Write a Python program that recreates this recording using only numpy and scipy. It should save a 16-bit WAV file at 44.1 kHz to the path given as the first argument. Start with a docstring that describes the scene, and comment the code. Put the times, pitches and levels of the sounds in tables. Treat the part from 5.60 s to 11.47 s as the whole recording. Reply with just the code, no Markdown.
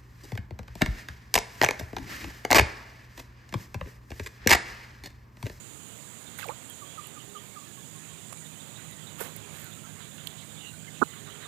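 """Still forest lake

Cicadas drone in two high bands by tymbal resonance, over filtered-noise leaf hiss, rumble and a far motor's harmonics.
A lure splashes in noise bursts and ringing bubbles, tackle ticks, and something creaks by stick-slip at the microphone.
A frog, a dove and small birds call in gliding tones. The recorder puts everything on the right channel; the left is silent.
Source levels are per side: the recorder's sum of two equal sides adds 6 dB."""
import sys
import numpy as np
from scipy import signal
from scipy.fft import rfft, irfft
from scipy.io import wavfile

SR = 44100
rng = np.random.default_rng(int(sys.argv[2]) if len(sys.argv) > 2 else 0)


def bounce(signal):
    """Save signal as a 16-bit WAV file at the path given by the first command-line argument."""
    frames = np.transpose(np.atleast_2d(signal))
    limited = np.clip(frames, -1, 1)
    pcm = np.round(limited * 32767).astype(np.int16)
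    wavfile.write(sys.argv[1], SR, pcm)


N = 258867


def undb(db):
    """Logarithmic level: decibels to amplitude gain."""
    return 10 ** (np.asarray(db) / 20)


def unit(x):
    """Normalisation: scale to rms 1."""
    return x / np.sqrt(np.mean(x ** 2))


def band(x, hz, width):
    """Butterworth band-pass: a maximally flat top between two skirts."""
    edges = np.clip([hz - width / 2, hz + width / 2], 20, SR / 2.05)
    return signal.sosfilt(signal.butter(2, edges, "bandpass", fs=SR, output="sos"), x)


def walk(rate):
    """Slow random modulation: normal random knots, `rate` per second, joined by straight lines."""
    knots = rng.standard_normal(int(N / SR * 40) + 2)
    return np.interp(np.arange(N) / SR * min(rate, 39), np.arange(len(knots)), knots)


def decay(t, t60):
    """Exponential decay: a fall of 60 dB in t60 seconds."""
    return np.exp(-np.log(1000) * t / t60)


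def add(out, s, x):
    """Superposition: mix x into out from time s."""
    i = int(s * SR)
    out[i:i + len(x)] += x[:N - i]


def ring(hz, t60, glide=0., rise=.0004, sag=0.):
    """Damped resonance: its pitch may glide exponentially, or start low by the share `sag` and settle."""
    t = np.arange(int(.12 * SR)) / SR
    envelope = (1 - np.exp(-t / rise)) ** 2 * decay(t, t60)
    pitch = hz * np.exp(glide * t) * (1 - sag * np.exp(-t / .0008))
    return envelope * np.sin(2 * np.pi * np.cumsum(pitch) / SR)


def note(length, start_hz, end_hz, rough):
    """Narrow-band scattering: distance and foliage smear a gliding tone into a band of noise by the share `rough`."""
    u = np.linspace(0, 1, int(length * SR))  # 0 to 1 through the note
    pitch = end_hz + (start_hz - end_hz) * (1 - u) ** 1.44
    phase = 2 * np.pi * np.cumsum(pitch) / SR
    knot_position = u * length * end_hz * .25 * rough
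    a, b = (np.interp(knot_position, np.arange(400), knots) for knots in rng.standard_normal((2, 400)))
    smeared = a * np.sin(phase) + b * np.cos(phase)
    tone = np.sqrt(1 - rough) * np.sin(phase) + np.sqrt(rough) * smeared
    return np.sin(np.pi * u ** 1.04) ** 0.71 * tone


def burst(s, rise, t60, hz, width, db):
    """Band-limited grainy noise: swells fast to its peak at s and decays; returns its start time and sound."""
    d = np.arange(SR // 2) / SR - .1  # time from the peak
    grain_db = 3 * np.repeat(rng.standard_normal(SR // 200 + 1), 100)[:SR // 2]
    grains = rng.standard_normal(SR // 2) * undb(grain_db)
    swell = np.where(d < 0, np.exp(-(d / rise) ** 2), decay(np.abs(d), t60))
    return s + d[0], undb(db) * swell * unit(band(grains, hz, width))


# resonances of the cicada bodies: (f/Hz, width/Hz, relative level/dB)
CICADA_MODES = [(6470, 610, -10.5), (6876, 600, -1.5), (7154, 440, -2.5), (7620, 510, -1),
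                (8110, 390, -13.5), (9000, 830, -3.5), (9670, 910, -10)]


def cicadas(db):
    """Impulse-excited resonance: thousands of uneven tymbal clicks a second ring the bodies of a distant chorus."""
    chorus = 0
    for hz, width, mode_db in CICADA_MODES:
        chance = rng.random((N, 2))
        clicks = (chance[:, 0] < 6000 / SR) * (chance[:, 1] - .5)  # 6000 per second on average
        chorus = chorus + unit(band(clicks, hz, width)) * undb(mode_db + 1.18 * walk(16))
    return unit(chorus) * undb(db + .5 * walk(3.25))


# slosh, patter and spray: (centre f/Hz, width/Hz)
SPLASH_BANDS = [(830, 1200), (2400, 2300), (11500, 8600)]
# splashes: (peak t/s, rise/s, t60/s, slosh level/dB, patter level/dB, spray level/dB)
SPLASHES = [(.8, 0.011, 0.31, -61, -45, -49.5), (0.899, .006, 0.053, -47, -57, -65),
            (3.614, 0.023, 0.28, -42, -47, -41), (3.66, .023, 0.22, -46.5, -54, -56),
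            (3.999, 0.084, 0.93, -70, -54.5, -54.5)]


def splashes():
    """Turbulent water noise: each splash bursts in three bands at once."""
    out = np.zeros(N)
    for s, rise, t60, *band_db in SPLASHES:
        for (hz, width), db in zip(SPLASH_BANDS, band_db):
            add(out, *burst(s, rise, t60, hz, width, db))
    return out


# bubbles under the lure: (t/s, initial f/Hz, level/dB)
BUBBLES = [(.802, 3390, -34.5), (0.818, 2060, -35), (.829, 1515, -30), (.879, 455, -37), (.89, 475, -33),
           (.893, 823, -27.5), (.9, 950, -34), (.907, 1100, -32.5)]
BUBBLE_CYCLES, BUBBLE_GLIDE_PER_S = 45, 6.9  # cycles at the initial pitch to fade by 60 dB; rise of the pitch


def bubbles():
    """Bubble resonance: each rings with rising pitch, longer when low."""
    out = np.zeros(N)
    for s, hz, db in BUBBLES:
        add(out, s, undb(db) * ring(hz, BUBBLE_CYCLES / hz, BUBBLE_GLIDE_PER_S, rise=0.00032))
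    return out


# water closing over the lure: (t/s, length/s, start f/Hz, end f/Hz, level/dB, roughness 0-1)
SLURPS = [(0.832, .04, 1650, 540, -39, .6)]


def slurp():
    """Falling resonance: the closing water sounds as a partly noisy downward glide."""
    out = np.zeros(N)
    for s, length, start_hz, end_hz, db, rough in SLURPS:
        add(out, s, undb(db) * note(length, start_hz, end_hz, rough))
    return out


# drops and small knocks: (t/s, initial f/Hz, t60/s, level/dB)
KNOCKS = [(.474, 1670, .05, -50), (.787, 2070, .011, -32), (.788, 1500, .022, -33),
          (.7945, 1990, .012, -35), (.797, 840, 0.031, -39.5), (.83, 2690, 0.022, -34.5),
          (.8865, 2390, 0.0087, -26.5), (.917, 1260, 0.035, -41), (2.725, 650, .015, -39),
          (2.727, 1140, 0.011, -31.5), (3.612, 460, .04, -27.5), (3.611, 1494, 0.039, -33.5),
          (4.671, 4220, 0.012, -27), (4.672, 3200, 0.0089, -21.5), (4.675, 3550, .012, -32)]
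KNOCK_GLIDE_PER_S = -5.5


def knocks():
    """Damped free vibration: each drop or knock rings once and sags a little in pitch."""
    out = np.zeros(N)
    for s, hz, t60, db in KNOCKS:
        add(out, s, undb(db) * ring(hz, t60, KNOCK_GLIDE_PER_S, rise=.00021))
    return out


# tackle and spray ticks: (t/s, noise rms level before decay/dB, centre f/Hz, width/Hz)
TICKS = [(.779, -38.5, 11500, 4000), (.784, -43, 8300, 3000), (.788, -34.5, 11200, 8000),
         (.795, -36, 11300, 8000), (.796, -50, 4200, 1500), (.842, -39, 3000, 2000),
         (.867, -40, 13500, 4000), (.8855, -43.5, 5500, 8000), (1.098, -36.5, 12600, 5000),
         (1.47, -38, 12500, 6000), (2.362, -41.5, 10000, 4000), (2.726, -36, 9000, 4000),
         (2.729, -34, 9100, 2500), (2.729, -42, 3200, 3000), (2.868, -48, 11000, 6000),
         (3.311, -44, 13000, 5000), (3.7633, -33, 12900, 6000), (3.7653, -37, 12400, 6500),
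         (3.969, -45, 13100, 5000), (3.997, -40, 13800, 4000), (4.017, -38, 12300, 6000),
         (4.044, -42, 13000, 5000), (4.672, -31, 9750, 8000), (4.676, -43, 10000, 9000)]
TICK_T60_S = 0.012


def ticks():
    """Impulsive contact: very short decaying bursts of band-limited noise."""
    out, t = np.zeros(N), np.arange(SR // 20) / SR
    for s, db, hz, width in TICKS:
        click = unit(band(rng.standard_normal(len(t)), hz, width))
        add(out, s, undb(db) * click * decay(t, TICK_T60_S))
    return out


# slips: (t/s, level/dB, free time/s, pitch factor)
CREAK_SLIPS = [(5.415, -20.5, 0.0022, 0.76), (5.418, -14.5, 0.0022, 1.07), (5.4213, -14.5, 0.0042, 1.04),
               (5.426, -14.5, 0.0051, 1.013),         (5.433, -26.5, 0.0032, 0.85)]
# hollow body: (f/Hz, share of the pitch missing at the start, rise/s, t60/s, relative level/dB)
CREAK_BODY = [(327, 0.063, 0.0011, 0.025, 6), (1394, 0.84, 0.00048, 0.093, 2.5)]


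def creak():
    """Stick-slip: five slips push a hollow body inward; it tightens and rings until the contact grips again."""
    out = np.zeros(N)
    for s, db, free, pitch in CREAK_SLIPS:
        for hz, sag, rise, t60, mode_db in CREAK_BODY:
            tone = ring(hz * pitch, t60, rise=rise, sag=sag)
            grip = np.exp(-(np.arange(len(tone)) / SR / free) ** 4)
            add(out, s, -undb(db + mode_db) * tone * grip)
    # the dull colour of the creak
    out = signal.sosfilt(signal.butter(6, 1830, fs=SR, output="sos"), out)
    return signal.sosfilt(signal.butter(2, 140, "highpass", fs=SR, output="sos"), out)


# a frog's croaks, fading as it tires: (t/s, end f/Hz, level/dB)
CROAKS = [(1.214, 1100, -44), (1.374, 1154, -40), (1.557, 1158, -42), (1.748, 1152, -42.5),
          (1.958, 1145, -42), (2.003, 1096, -52.5), (2.169, 1093, -53), (2.346, 1091, -55),
          (2.5, 1093, -56)]
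CROAK_S, CROAK_ROUGH = .032, .08
CROAK_DROP_HZ_PER_DB, CROAK_FLAT_DB = 11.5, -57  # a stronger croak starts higher; at this level it is flat


def frog():
    """Level-dependent glide: the stronger the croak, the higher it starts above its end pitch."""
    out = np.zeros(N)
    for s, hz, db in CROAKS:
        drop_hz = CROAK_DROP_HZ_PER_DB * max(db - CROAK_FLAT_DB, 0)
        add(out, s, undb(db) * note(CROAK_S, hz + drop_hz, hz, CROAK_ROUGH))
    return out


# a dove's coos: (t/s, length/s, level/dB)
COOS = [(1.61, .24, -53), (3.68, .28, -54), (5.55, .31, -53.5)]
COO_START_HZ, COO_END_HZ = 403, 410


def dove():
    """Pure-tone phonation: each coo is a smooth tone that rises slightly."""
    out = np.zeros(N)
    for s, length, db in COOS:
        add(out, s, undb(db) * note(length, COO_START_HZ, COO_END_HZ, 0))
    return out


# a small bird's chips: (t/s, start f/Hz, level/dB)
CHIPS = [(.66, 3600, -53), (2.846, 3700, -54.5), (2.992, 3700, -52), (3.151, 3800, -52.5),
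         (3.305, 3800, -55), (3.462, 3800, -49), (4.11, 3550, -52.5), (5.658, 3750, -52),
         (5.832, 3800, -50.5)]
CHIP_S, CHIP_DROP_HZ, CHIP_ROUGH = .035, 75, 0.603
# other far birds: (t/s, length/s, start f/Hz, end f/Hz, level/dB, roughness 0-1)
FAR_BIRDS = [(1.083, .062, 3250, 3210, -52.5, 0.56), (1.244, 0.13, 3200, 3390, -55.5, .4),
             (1.423, .05, 3100, 2790, -53.5, 0.85), (1.589, .045, 3050, 2900, -52.5, 0.73),
             (1.752, 0.056, 2980, 3250, -53.5, 0.9), (4.009, 0.11, 1800, 1306, -50.5, .8),
             (4.233, .036, 1370, 1314, -51.5, 0.48), (4.954, 0.076, 3350, 3660, -51, 0.8),
             (4.984, .135, 2940, 2770, -48.5, .65), (5.273, 0.025, 2030, 2106, -50, .4),
             (5.515, .032, 3040, 3020, -51, 0.63), (5.694, 0.036, 2960, 3160, -50.5, 0.58)]


def birds():
    """Frequency glides: brief falling chips of one bird, and the rising or falling notes of far ones."""
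    out = np.zeros(N)
    for s, hz, db in CHIPS:
        add(out, s, undb(db) * note(CHIP_S, hz, hz - CHIP_DROP_HZ, CHIP_ROUGH))
    for s, length, start_hz, end_hz, db, rough in FAR_BIRDS:
        add(out, s, undb(db) * note(length, start_hz, end_hz, rough))
    return out


# far twitter: (centre f/Hz, spread either way/Hz, mean notes per s, lowest level at t = 0/dB)
TWITTER = [(3494, 550, 45, -70.5), (1894, 700, 23, -69)]


def twitter(t):
    """Random superposition: many far notes at chance times, growing louder by 1.45 dB per second."""
    out = np.zeros(N)
    for hz, spread_hz, rate, db in TWITTER:
        chance = rng.random((400, 5))
        starts = np.cumsum(2 * chance[:, 0] / rate)
        for s, (_, pitch, bend, length, size) in zip(starts, chance):
            if s < t[-1]:
                f = hz + spread_hz * (2 * pitch - 1)
                call = note(.02 + .05 * length, f * (.95 + .12 * bend), f, .8)
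                add(out, s, undb(db + 6.9 * size + 1.45 * s) * call)
    return out


def with_trees(calls, t):
    """Diffuse reverberation: decaying noise convolved with the calls gives their returns from the trees."""
    tail_t = t[:SR // 3]
    trees = rng.standard_normal(SR // 3) * decay(tail_t, 0.4)
    return calls + undb(-42) * signal.fftconvolve(calls, trees)[:N]


# faint rustles: (peak t/s, centre f/Hz, noise rms level at the peak/dB)
RUSTLES = [(2.451, 2300, -59), (3.1, 3720, -64), (3.2, 2000, -53.5), (4.41, 1650, -54), (4.42, 3400, -52.5),
           (4.589, 1590, -56.5), (4.591, 3180, -53), (4.791, 3500, -52), (5.36, 2930, -52.5),
           (5.55, 1700, -52), (5.686, 1470, -53), (5.83, 1610, -51)]
RUSTLE_RISE_S, RUSTLE_T60_S, RUSTLE_WIDTH_HZ = 0.024, 0.33, 990


def rustles():
    """Band-limited noise: faint narrow bursts that swell and die away."""
    out = np.zeros(N)
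    for s, hz, db in RUSTLES:
        add(out, *burst(s, RUSTLE_RISE_S, RUSTLE_T60_S, hz, RUSTLE_WIDTH_HZ, db))
    return out


# spectral shape of rumble, leaves and treble hiss: (f/Hz, relative level per Hz/dB)
AIR_SPECTRUM = [(18, -50), (30, -23), (48, -20.5), (85, -5), (130, 1.5), (208, -4.5), (400, -10.5),
                (728, -15), (1800, -17.5), (3400, -17), (4300, -22), (5500, -27.5), (10500, -26),
                (14300, -25.5), (15500, -23.5)]
HISS_DB = -58  # steady overall level of the treble hiss of far insects


def air(rumble_db, leaf_db):
    """Third-octave noise: each band flickers alone; rumble and leaves swell apart, the treble has a steady level."""
    f = np.maximum(np.arange(N // 2 + 1) * SR / N, 1)
    shape_hz, shape_db = np.transpose(AIR_SPECTRUM)
    colour = rfft(rng.standard_normal(N)) * undb(np.interp(np.log(f), np.log(shape_hz), shape_db))
    rumble, leaves, hiss = np.zeros((3, N))
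    for step in range(28):
        hz = 31.25 * 2 ** (step / 3)
        # neighbouring shares overlap and sum to one
        share = np.cos(np.pi / 2 * np.clip(3 * np.log2(f / hz), -1, 1)) ** 2
        layer = rumble if hz < 420 else leaves if hz < 4500 else hiss
        layer += irfft(colour * share, N) * undb(walk(9.8))
    leaf_swell = undb(leaf_db + 0.88 * walk(5.97))
    return unit(rumble) * undb(rumble_db) + unit(leaves) * leaf_swell + unit(hiss) * undb(HISS_DB)


MOTOR_HZ = 52.33  # mean firing rate
# harmonics: (multiple of the firing rate, relative level/dB)
MOTOR_HARMONICS = [(2, -2.5), (3, 2), (4, -5), (5, -11.5)]
# loudness of the hum: (t/s, gain level/dB)
MOTOR_LEVEL = [(0, -90), (2.5, -58.5), (4.5, -55), (5.87, -56.5)]


def motor(t):
    """Harmonic series: a far engine sounds multiples of its firing rate, wavering over the water."""
    phase = 2 * np.pi * np.cumsum(MOTOR_HZ * (1 + 0.00372 * walk(1.625))) / SR
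    hum = sum(undb(db + 1.12 * walk(11)) * np.sin(k * phase) for k, db in MOTOR_HARMONICS)
    return hum * undb(np.interp(t, *np.transpose(MOTOR_LEVEL)))


# slow swell of the background: (t/s, rumble level/dB, leaf hiss level/dB, cicada level/dB)
SWELL = [(0, -53, -56, -52.5), (1.2, -53.5, -54.5, -52), (1.9, -53.5, -56, -52.5), (2.8, -53.5, -55.5, -51),
         (3.8, -52, -54, -52.5), (5.2, -53, -56.5, -51.8), (5.87, -51.5, -54, -53)]


def scene():
    """Linear superposition: all sources add, heard alike from both sides."""
    t = np.arange(N) / SR
    s, *columns = np.transpose(SWELL)
    rumble_db, leaf_db, cicada_db = (np.interp(t, s, c) for c in columns)
    water = splashes() + bubbles() + slurp() + knocks()
    animals = with_trees(frog() + dove() + birds() + twitter(t), t)
    background = rustles() + air(rumble_db, leaf_db) + motor(t)
    lake = cicadas(cicada_db) + water + ticks() + creak() + animals + background
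    return np.array([lake, lake])


def record(dry):
    """Elliptic low-pass: both sides are summed onto the right channel and the top is cut at 15.4 kHz."""
    low_pass = signal.ellip(10, .2, 60, 15400, fs=SR, output="sos")
    right = signal.sosfilt(low_pass, dry.sum(axis=0))
    return np.array([np.zeros(N), right])


dry = scene()
out = record(dry)
bounce(out)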